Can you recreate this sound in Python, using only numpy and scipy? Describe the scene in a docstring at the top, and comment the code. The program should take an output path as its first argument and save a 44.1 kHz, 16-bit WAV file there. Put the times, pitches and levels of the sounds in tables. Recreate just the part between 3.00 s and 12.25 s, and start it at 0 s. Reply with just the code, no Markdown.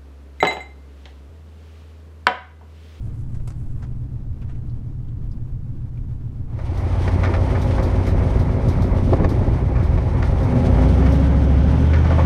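"""First we sit in the closed cab of a turbocharged V8 pickup that rolls through a turn near idle:
tones at multiples of the engine speed make a boom, filtered noise makes road and hands, trim ticks ring.
From about 3.5 s this fades over to the open load bed: noisy puffs ring the tailpipe in a loping burble,
the engine clatters, grit flicks, wind buffets, and bursts of noise shake the rattling bed; at 6 s it
thumps in a gust. At 7.5 s the throttle opens, the pipe drones and engine speed more than doubles."""
import sys
import numpy as np
from scipy import signal
from scipy.fft import rfft, irfft, next_fast_len
from scipy.io import wavfile
from scipy.ndimage import uniform_filter1d, minimum_filter1d

SR = 44100
rng = np.random.default_rng(int(sys.argv[2]) if len(sys.argv) > 2 else 0)


def to_wav(sig):
    """Store sig (one row per channel, or 1-D mono) as 16-bit WAV at the path in sys.argv[1].

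    Samples outside -1..1 are clipped; the rate is SR.
    """
    pcm = np.clip(np.atleast_2d(sig), -1, 1) * 32767
    pcm = np.round(pcm).astype(np.int16)
    wavfile.write(sys.argv[1], SR, pcm.T)  # frames by channels


N = 407925
TIME = np.arange(N) / SR

# Noise colours, from low to high pitch; overall loudness is set elsewhere:
# (frequency [Hz], relative level [dB per Hz])
BUFFET_COLOUR = [(15, -18.5), (30, -3), (45, -0.5), (70, -5.5), (120, -8.5), (200, -11.5), (400, -54.5)]
GUST_COLOUR = [(25, 12), (70, 1.5), (300, -3), (600, -15.5), (1000, -34), (2000, -50)]
ROAD_COLOUR = [(25, 4), (60, 1), (125, -7), (170, -6), (280, -11.5), (370, -21), (550, -29.5), (1000, -35),
               (2000, -45.5), (4000, -52.5), (15000, -64)]
SWAY_COLOUR = [(12, 17), (23, 5), (33, 13.5), (52, -9), (200, -54)]
HISS_COLOUR = [(1500, 5), (3200, 5), (4500, 0.5), (6200, -3), (7300, -11.5), (8800, -7), (12000, -19.5),
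               (15000, -29.5)]
GRIT_COLOUR = [(1500, -31), (3500, 10), (6000, 5), (7300, -3.5), (9000, -3), (11000, -6.5), (13500, -6.5),
               (15500, -30)]
HAND_COLOUR = [(200, 9), (500, 10.5), (1400, 4.5), (4000, -8.5), (8500, -3), (12000, -10), (15500, -26)]
CLATTER_COLOUR = [(150, -34), (300, 12), (600, 9), (900, 9), (1500, -4.5), (2200, -3.5), (3300, -28),
                  (7000, -75)]

# Loudness of the wind buffeting: (time [s], level [dB])
BUFFET_LEVEL = [(3.65, -36), (4.1, -25.5), (5.5, -23.5), (5.8, -22), (6.3, -25), (7.7, -24), (9.25, -26.5)]
# Gusts over the bed: (start [s], attack [s], hold [s], release [s], level before lumpiness [dB])
GUSTS = [(5.99, 0.032, 0.28, 0.5, -25)]
# Loudness of the tyre hiss, before the tread setting: (time [s], level [dB])
HISS_LEVEL = [(4.0, -48.5), (4.23, -49), (6.78, -55), (7.52, -50), (7.87, -47.5), (8.39, -53.5),
              (9.25, -52)]
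# Grit flicked by the tyres, before the stone setting: (time [s], level [dB])
GRIT = [(3.7744, -42.5), (4.6155, -43.5), (4.8274, -43), (5.067, -43.5), (5.3911, -46.5), (5.684, -42),
        (5.8207, -45.5), (6.2906, -43), (6.8349, -49.5), (7.4305, -48), (8.1206, -44.5)]
# Ticks of the cab trim: (time [s], level [dB], ring [Hz])
TICKS = [(1.328, -62, 2000), (1.417, -55.5, 2500), (1.55, -59, 2200), (1.697, -62, 4300),
         (2.084, -61, 3080), (2.315, -59, 4860), (2.975, -58.5, 2290)]
# Hands on the wheel: (time [s], level [dB], time to die away by 60 dB [s], treble edge [Hz])
HAND_TOUCHES = [(.10, -57, 0.22, 5000), (.346, -49.5, 0.084, 9000), (0.4, -47, 0.039, 4000),
                (0.475, -40.5, 0.08, 14000), (0.505, -45, 0.084, 8000), (.77, -60, 0.21, 4000),
                (0.825, -44.5, 0.14, 5130), (.848, -57, .07, 4000), (.925, -62, 0.16, 5000),
                (1.425, -49, 0.17, 3000), (1.497, -47.5, 0.19, 4000)]
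# The wheel slides through the hands: (start [s], attack [s], hold [s], release [s])
WHEEL_SLIDE = (0, .02, 0.7, 0.51)
# The bed thumps as the truck jolts over rough ground:
# (time [s], level [dB], time to die away by 60 dB [s])
THUMPS = [(6.074, -15, 0.066), (6.124, -10.5, 0.085), (6.196, -16, 0.27), (6.312, -20, 0.18),
          (6.411, -20, .1), (6.472, -19.5, 0.11)]
# Knocks in the bed, before the low and high settings:
# (time [s], level [dB], time to die away by 60 dB [s], extra level of the high ring [dB])
KNOCKS = [(3.591, -21, 0.14, -4.5), (4.078, -32, 0.063, 11.5), (4.236, -21.5, 0.23, 1.5),
          (4.339, -20.5, 0.15, -4), (4.519, -25, 0.055, -6), (4.552, -33, .12, 9), (4.71, -23, 0.062, -4),
          (4.781, -20.5, 0.23, -9), (5.068, -38.5, 0.23, 7.5), (6.126, -15, 0.093, -39),
          (6.135, -12, 0.029, -12.5), (6.197, -23, 0.28, -14), (6.245, -12, 0.048, -6.5),
          (6.754, -30.5, 0.56, -3), (6.978, -19, 0.09, -11), (7.225, -31, 0.13, 6.5),
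          (8.026, -22, 0.08, -6), (8.063, -33, 0.065, 10), (8.935, -28.5, 0.31, 4), (9.044, -26.5, 0.4, -4),
          (9.107, -19, 0.23, -9), (9.185, -14.5, 0.25, -12)]

# Resonances, with levels relative to each other: (frequency [Hz], width [Hz], level [dB])
BED_THUD_MODES = [(128, 84, 3), (235, 56, 7.5), (377, 107, 2.5)]
STEEL_PANEL_MODES = [(527, 39, 2.5), (638, 65, 1), (862, 78, -1.5), (1115, 73, -5.5), (1207, 32, -2.5),
                     (1440, 100, -7), (1777, 73, -5), (1960, 240, -11.5), (2284, 250, -10),
                     (3160, 2000, -22), (5560, 2600, -21)]
TURBO_INLET_MODES = [(1454, 240, 8.5), (3250, 690, -2), (5850, 1500, -6.5)]
LOPE_MODES = [(252, 49, -1), (362, 52, 0)]
DRONE_MODE = [(246, 9.6, 0)]
TAILPIPE_MODES = [(177, 22.7, 0), (246, 27, 0), (269.3, 13.7, 1.5), (337, 18, -8.5), (378.6, 28, -5),
                  (537, 36, -7), (654, 30, -13), (829, 21, -16), (1277, 200, -25.5)]

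# Presses on the pedal bring up the exhaust puffs:
# (start [s], attack [s], hold [s], release [s], lift [dB])
PEDAL_PRESSES = [(3.903, 0.57, 1.6, 0.59, 5.5), (6.753, 0.75, 0.85, 0.69, 5.5)]
# The eight cylinders in firing order: (strength [dB], delay along its own path [s])
CYLINDERS = [(2, 0.00021), (-0.5, 0.0014), (3, 0.00194), (2, .0019), (0, .0036), (0.5, 0.00082),
             (-4.5, 0.00303), (2, 0.0015)]
# Engine speed before its slight wavering: (time [s], four-stroke cycles per second [1/s])
ENGINE_SPEED = [(0.0, 6.86), (0.9, 7.53), (1.25, 6.83), (1.9, 7.33), (2.5, 7.08), (3.0, 7.2), (4.05, 6.8),
                (4.5, 7.14), (5.0, 6.99), (5.6, 7.24), (6.1, 6.95), (6.5, 7.2), (7.15, 7.76), (7.42, 7.79),
                (7.7, 10.9), (7.95, 12.85), (8.12, 13.55), (8.5, 13.65), (8.7, 14.35), (8.93, 15.8),
                (9.25, 16.05)]
# Engine tones, with relative levels: (multiple of the cycle rate [-], in the cab [dB],
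# at the bed idling [dB], at the bed under load [dB])
ENGINE_ORDERS = [(5, -8, -6, 0), (7, -16, -9, -13), (8, -3, 1, -13), (9, -11, -13, -20),
                 (10, -18, -21, -18), (11, 1, -3, -18), (12, -13, -14, -19), (13, 1, 0, -16),
                 (15, -12, -8, -23), (16, 0, -7, -24), (17, -3, -9, -20), (18, -5, -15, -20),
                 (19, -4, -18, -28), (20, -18, -21, -18), (21, -8, -12, -21), (28, -26, -21, -27),
                 (40, -30, -26, -32)]
# Resonances and dips that lift or sink a passing tone: (frequency [Hz], half-width [Hz], lift [dB])
CAB_AIR_MODES = [(120, 4, 7)]
BOOM_PIPE_MODES = [(88.5, 4.5, 10), (101, 6, -8), (123, 6, 8), (138, 4, -9), (156, 7, 5), (207, 12, -6),
                   (268, 12, 6), (315, 25, -8), (540, 16, 13), (630, 30, -10)]

BUFFET_SWING_DB = 2
CAB_ROAD_DB, CAB_SWAY_DB, CAB_BOOM_DB = -35, -31, -29.5
TICK_DECAY_S, TICK_WIDTH_HZ = 0.088, 570
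CLATTER_DB, CLATTER_FOLLOWS = -32, 0.63  # the second is a share of the swing of the tyre hiss
# Place of the chug in the cycle (0-1), level, unevenness, and cycles per second at which it is gone
LOPE_AT, LOPE_DB, LOPE_UNEVEN_DB, LOPE_GONE_AT = .54, -36.5, 1.5, 8.5
# Pipe drone: start, attack, hold and release in seconds, and its level
DRONE_SWELL, DRONE_DB = (7.39, 0.16, 0.36, 0.17), -23.5
# Hotter gas raises the drone by this share of its pitch
HEAT_AT_S, HEAT_S, HEAT_RISE = 7.68, .4, 0.101
# Exhaust puffs: level at idle, and what full strain adds
BARK_DB, BARK_STRAIN_DB = -33, 4.5
PIPE_LOW_EDGE_HZ = 179
# Exhaust boom at the bed: level at idle, then what load (as load squared) and strain add when at 1
BOOM_DB, BOOM_LOAD_DB, BOOM_STRAIN_DB = -17.6, 4.2, 1
THROTTLE_AT_S, THROTTLE_OPENS_S, FULL_LOAD = 7.52, 0.21, 0.97  # load runs 0-1
STRAIN_LAG_S = 0.1
FADE_AT_S, FADE_S = 3.456, 0.66  # from the cab to the bed
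CUTOFF_HZ = 15700


def from_db(db):
    """Turn decibels into a gain."""
    return 10 ** (np.asarray(db) / 20)


def rms_one(x):
    """Scale a sound to an average (rms) strength of 1."""
    return x / np.sqrt(np.mean(x ** 2) + 1e-20)


def even(x, size=14700):
    """Hold the running rms, taken over size samples, near 1."""
    return x / np.sqrt(np.abs(uniform_filter1d(x ** 2, size=size)) + 1e-20)


def in_time(rows):
    """Draw each column of a curve at every sample."""
    s, *columns = np.transpose(rows)
    return [np.interp(TIME, s, c) for c in columns]


def drift(rate):
    """Wander by chance around 0 with a spread of 1; a higher rate (in Hz) wanders faster."""
    # made at one fortieth of the sample rate; the first 2000 values let the filter settle
    r = np.exp(-80 * np.pi * rate / SR)
    chance = rng.standard_normal(N // 40 + 2002)
    slow = signal.lfilter([1], [1, -2 * r, r * r], chance)[2000:]
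    return np.interp(np.arange(N) / 40, np.arange(len(slow)), rms_one(slow))


def noise(colour):
    """Noise of rms 1 shaped by a colour table, falling away beyond its ends."""
    hz, db = np.transpose(colour)
    size = next_fast_len(N)
    f = np.maximum(np.arange(size // 2 + 1) * SR / size, 1)
    gain = from_db(np.interp(np.log(f), np.log(hz), db))
    gain *= np.minimum(f / hz[0], 1) ** 2 * np.minimum(hz[-1] / f, 1) ** 2
    return rms_one(irfft(rfft(rng.standard_normal(size)) * gain, size)[:N])


def resonate(x, modes):
    """Ring several resonances side by side, with alternating sign."""
    out = 0
    for k, (hz, width, db) in enumerate(modes):
        r = np.exp(-np.pi * width / SR)  # a narrow width rings longer
        poles = [1, -2 * r * np.cos(2 * np.pi * hz / SR), r * r]
        ring = signal.lfilter([1, 0, -1], poles, x + 1e-18)  # tiny offset avoids slow arithmetic
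        out = out + (-1) ** k * from_db(db) * (1 - r * r) / 2 * ring
    return out


def muffle(x, edge_hz):
    """Take away the treble above an edge with a second-order low-pass."""
    return signal.sosfilt(signal.butter(2, edge_hz, fs=SR, output="sos"), x)


def ramp(start, length):
    """Rise from 0 to 1."""
    return np.clip((TIME - start) / length, 0, 1)


def swell(start, attack, hold, release):
    """Rise to 1, hold and fall back to 0."""
    return ramp(start, attack) - ramp(start + attack + hold, release)


def burst(at, rise, t60):
    """Swell up to a moment, then die away by 60 dB in t60 seconds."""
    out = np.zeros(N)
    near = np.abs(TIME - at) < .5
    after = TIME[near] - at
    out[near] = np.exp(np.minimum(after, 0) / rise) * from_db(-60 * np.maximum(after, 0) / t60)
    return out


def lift_db(pitch, modes):
    """How much a set of resonances and dips lifts a tone at a given pitch."""
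    return sum(db / (1 + ((pitch - hz) / width) ** 2) for hz, width, db in modes)


def wind(lump_db):
    """Low buffeting on the microphone, and gusts whose level is lumpy."""
    buffet_db, = in_time(BUFFET_LEVEL)
    buffet = from_db(buffet_db + BUFFET_SWING_DB * drift(2.1)) * noise(BUFFET_COLOUR)
    gusts = sum(from_db(db) * swell(*shape) for *shape, db in GUSTS)
    return buffet + gusts * from_db(lump_db * drift(33)) * noise(GUST_COLOUR)


def road_and_sway():
    """Dull road noise that flutters in level, and the low sway of the body, as heard in the cab."""
    road = from_db(CAB_ROAD_DB + drift(23)) * noise(ROAD_COLOUR)
    return road + from_db(CAB_SWAY_DB) * noise(SWAY_COLOUR)


def tyres(hiss_db, tread_db, flutter_db, stone_db, skitter_s):
    """Uneven tread hiss, and stones spat out that skitter briefly."""
    hiss = from_db(hiss_db + tread_db + flutter_db * drift(16.0)) * noise(HISS_COLOUR)
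    stones = sum(from_db(db) * burst(s + .001, .001, skitter_s) for s, db in GRIT)
    return hiss + from_db(stone_db) * stones * noise(GRIT_COLOUR)


def trim():
    """Short ticks of the cab trim, each ringing at its own pitch."""
    contact = rng.standard_normal(N)
    out = 0
    for s, db, hz in TICKS:
        ring = rms_one(resonate(contact, [(hz, TICK_WIDTH_HZ, 0)]))
        out = out + from_db(db) * burst(s, .001, TICK_DECAY_S) * ring
    return out


def hands(grain_db, slide_db):
    """Grainy rubbing: the wheel slides through the hands as it turns, with sharp pats and slower brushes."""
    rub = rms_one(noise(HAND_COLOUR) * from_db(grain_db * drift(150)))
    out = from_db(slide_db + 2 * drift(10)) * swell(*WHEEL_SLIDE) * rub
    for s, db, t60, edge_hz in HAND_TOUCHES:
        # touches that die away sooner also start more sharply
        out = out + from_db(db) * burst(s, t60 ** 3, t60) * muffle(rub, edge_hz)
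    return out


def bed_thumps(edge_hz):
    """Soft, heavy blows that shake the lowest modes of the bed into a dull thud."""
    shake = even(muffle(resonate(rng.standard_normal(N), BED_THUD_MODES), edge_hz), size=882)
    return shake * sum(from_db(db) * burst(s + .003, .003, t60) for s, db, t60 in THUMPS)


def bed_rattle(grain_db, split_hz, low_db, high_db):
    """Each knock is a quick flurry of contacts on steel panels; sharp ones stir the high modes more."""
    contacts = muffle(rng.standard_normal(N) * from_db(grain_db * drift(260)), edge_hz=2960)
    body = sum(from_db(db) * burst(s, .002, t60) for s, db, t60, _ in KNOCKS)
    clank = sum(from_db(db + sharp_db) * burst(s, .0015, t60) for s, db, t60, sharp_db in KNOCKS)
    low_modes = [mode for mode in STEEL_PANEL_MODES if mode[0] < split_hz]
    high_modes = [mode for mode in STEEL_PANEL_MODES if mode[0] >= split_hz]
    low = even(muffle(resonate(contacts, low_modes), edge_hz=2000), size=882)
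    high = even(resonate(contacts, high_modes), size=882)
    return from_db(low_db) * body * low + from_db(high_db) * clank * high


def intake(load, speed, level_db, steepness):
    """Air rushing into the turbo, a hollow hiss that builds with load and engine speed."""
    rush = rms_one(resonate(noise(HISS_COLOUR), TURBO_INLET_MODES))
    return from_db(level_db) * load ** 2 * (speed / speed.max()) ** steepness * rush


def firings(turn, uneven_db, jitter_s, t60):
    """Eight dying puffs a cycle, each late by its own path and a little different in strength and timing."""
    at = np.flatnonzero(np.diff(np.floor(8 * turn)))
    db, path_s = np.resize(CYLINDERS, (len(at), 2)).T
    chance = rng.standard_normal((len(at), 2))
    late = ((path_s + chance[:, 0] * jitter_s) * SR).astype(int)
    clicks = np.zeros(N)
    clicks[np.clip(at + late, 0, N - 1)] = from_db(db + uneven_db * chance[:, 1])
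    fade = np.exp(-np.log(1000) / (t60 * SR))  # down 60 dB after t60
    return even(signal.lfilter([1], [1, -fade], clicks + 1e-18))


def clatter(turn, depth, flutter_db):
    """Mechanical noise of the engine, beating with the firings."""
    beat = firings(turn, uneven_db=3.0, jitter_s=.0004, t60=.045)
    return even(noise(CLATTER_COLOUR) * (1 + depth * beat) * from_db(flutter_db * drift(5.7)))


def lope(turn, speed):
    """Once a cycle two firings crowd together, here one click rung to a hollow chug that fades above idle."""
    at = np.flatnonzero(np.diff(np.floor(turn - LOPE_AT)))
    idling = np.clip((LOPE_GONE_AT - speed[at]) / (LOPE_GONE_AT - speed.min()), 0, 1)
    clicks = np.zeros(N)
    clicks[at] = idling * from_db(LOPE_UNEVEN_DB * rng.standard_normal(len(at)))
    return from_db(LOPE_DB) * rms_one(resonate(resonate(clicks, LOPE_MODES), LOPE_MODES))


def drone(edges):
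    """One pipe mode sings out as the rising orders sweep across it, and climbs as the gas heats."""
    # stretch time, ring the mode, then squeeze time back: only the pitch of the ring rises
    clock = np.cumsum(1 + HEAT_RISE * ramp(HEAT_AT_S, HEAT_S))
    steps = np.arange(int(clock[-1]))
    stretched = np.interp(steps, clock, edges)
    ringing = resonate(resonate(stretched, DRONE_MODE), DRONE_MODE)
    return from_db(DRONE_DB) * swell(*DRONE_SWELL) * even(np.interp(clock, steps, ringing), size=4410)


def exhaust(turn, load, strain):
    """Each puff and its turbulence ring the tailpipe; load slightly lowers the share of turbulence."""
    puffs = firings(turn, uneven_db=1.5, jitter_s=.00018, t60=.012)
    edges = even(np.diff(puffs, prepend=0))
    turbulence = even((.5 + puffs) * rng.standard_normal(N))
    flow = edges + (.5 - .1 * load) * turbulence
    flow = signal.sosfilt(signal.butter(4, PIPE_LOW_EDGE_HZ, "high", fs=SR, output="sos"), flow)
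    burble = even(muffle(resonate(flow, TAILPIPE_MODES), edge_hz=1440), size=6615)
    presses_db = sum(db * swell(*shape) for *shape, db in PEDAL_PRESSES)
    return from_db(BARK_DB + BARK_STRAIN_DB * strain + presses_db) * burble + drone(edges)


def strain_of(speed):
    """How hard the engine is gaining speed, 0-1, a moment behind the gain itself."""
    gain_in_speed = np.maximum(np.gradient(speed), 0)
    gaining = signal.lfilter([1], [1, -np.exp(-1 / (STRAIN_LAG_S * SR))], gain_in_speed)
    return gaining / gaining.max()


def boom(turn, load, waver_db, wander):
    """Engine tones in the cab and at the bed; each swells or sinks as it crosses a resonance or a dip."""
    speed = np.gradient(turn) * SR
    inside, outside = 0, 0
    for order, cab_db, idle_db, load_db in ENGINE_ORDERS:
        # uneven combustion makes each order wander; under load the low ones steady, the high ones roughen
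        slow_slip = (1 - load) * drift(3.1)
        rough_slip = load * order / 12 * drift(12)
        slip = rng.random() + wander * (slow_slip + rough_slip)
        tone = np.sin(2 * np.pi * (order * turn + slip)) * from_db(waver_db * drift(3.2))
        inside = inside + from_db(cab_db + lift_db(order * speed, CAB_AIR_MODES)) * tone
        bed_gain = (1 - load) * from_db(idle_db) + load * from_db(load_db)
        outside = outside + bed_gain * from_db(lift_db(order * speed, BOOM_PIPE_MODES)) * tone
    return even(inside, size=8820), even(outside, size=6615)


def scene():
    """One engine, heard from the cab and then from the bed."""
    speed, = in_time(ENGINE_SPEED)
    hiss_db, = in_time(HISS_LEVEL)
    turn = np.cumsum(speed * (1 + .002 * drift(5))) / SR  # engine cycles so far
    load = FULL_LOAD * ramp(THROTTLE_AT_S, THROTTLE_OPENS_S)
    strain = strain_of(speed)
    cab_boom, bed_boom = boom(turn, load ** 2, waver_db=1.5, wander=0.04)

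    # the boom comes through the firewall
    cab = road_and_sway() + trim() + hands(grain_db=2.5, slide_db=-64.5)
    cab += from_db(CAB_BOOM_DB) * cab_boom

    bed = wind(lump_db=7.0)
    bed += tyres(hiss_db, tread_db=2.0, flutter_db=2.0, stone_db=-0.5, skitter_s=0.23)
    bed += bed_thumps(edge_hz=930)
    bed += bed_rattle(grain_db=4.5, split_hz=1180, low_db=-5.0, high_db=-4.5)
    bed += intake(load, speed, level_db=-41.5, steepness=2.2)
    clatter_db = CLATTER_DB + CLATTER_FOLLOWS * (hiss_db - hiss_db.mean())
    bed += from_db(clatter_db) * clatter(turn, depth=0.079, flutter_db=1.5)
    bed += lope(turn, speed) + exhaust(turn, load, strain)
    bed += from_db(BOOM_DB + BOOM_LOAD_DB * load ** 2 + BOOM_STRAIN_DB * strain) * bed_boom

    outside = ramp(FADE_AT_S, FADE_S)
    return (np.sqrt(1 - outside ** 2) * cab + outside * bed)[None]


def record(dry):
    """A fast limiter holds the peaks down, the start fades in quickly and the top is cut."""
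    needed = .61 / np.maximum(np.abs(dry), .61)
    gain = uniform_filter1d(minimum_filter1d(needed, size=441), size=441)
    top_cut = signal.cheby2(14, 60, CUTOFF_HZ + 600, fs=SR, output="sos")
    return signal.sosfilt(top_cut, dry * gain * ramp(0, .004))


dry = scene()
out = record(dry)
to_wav(out)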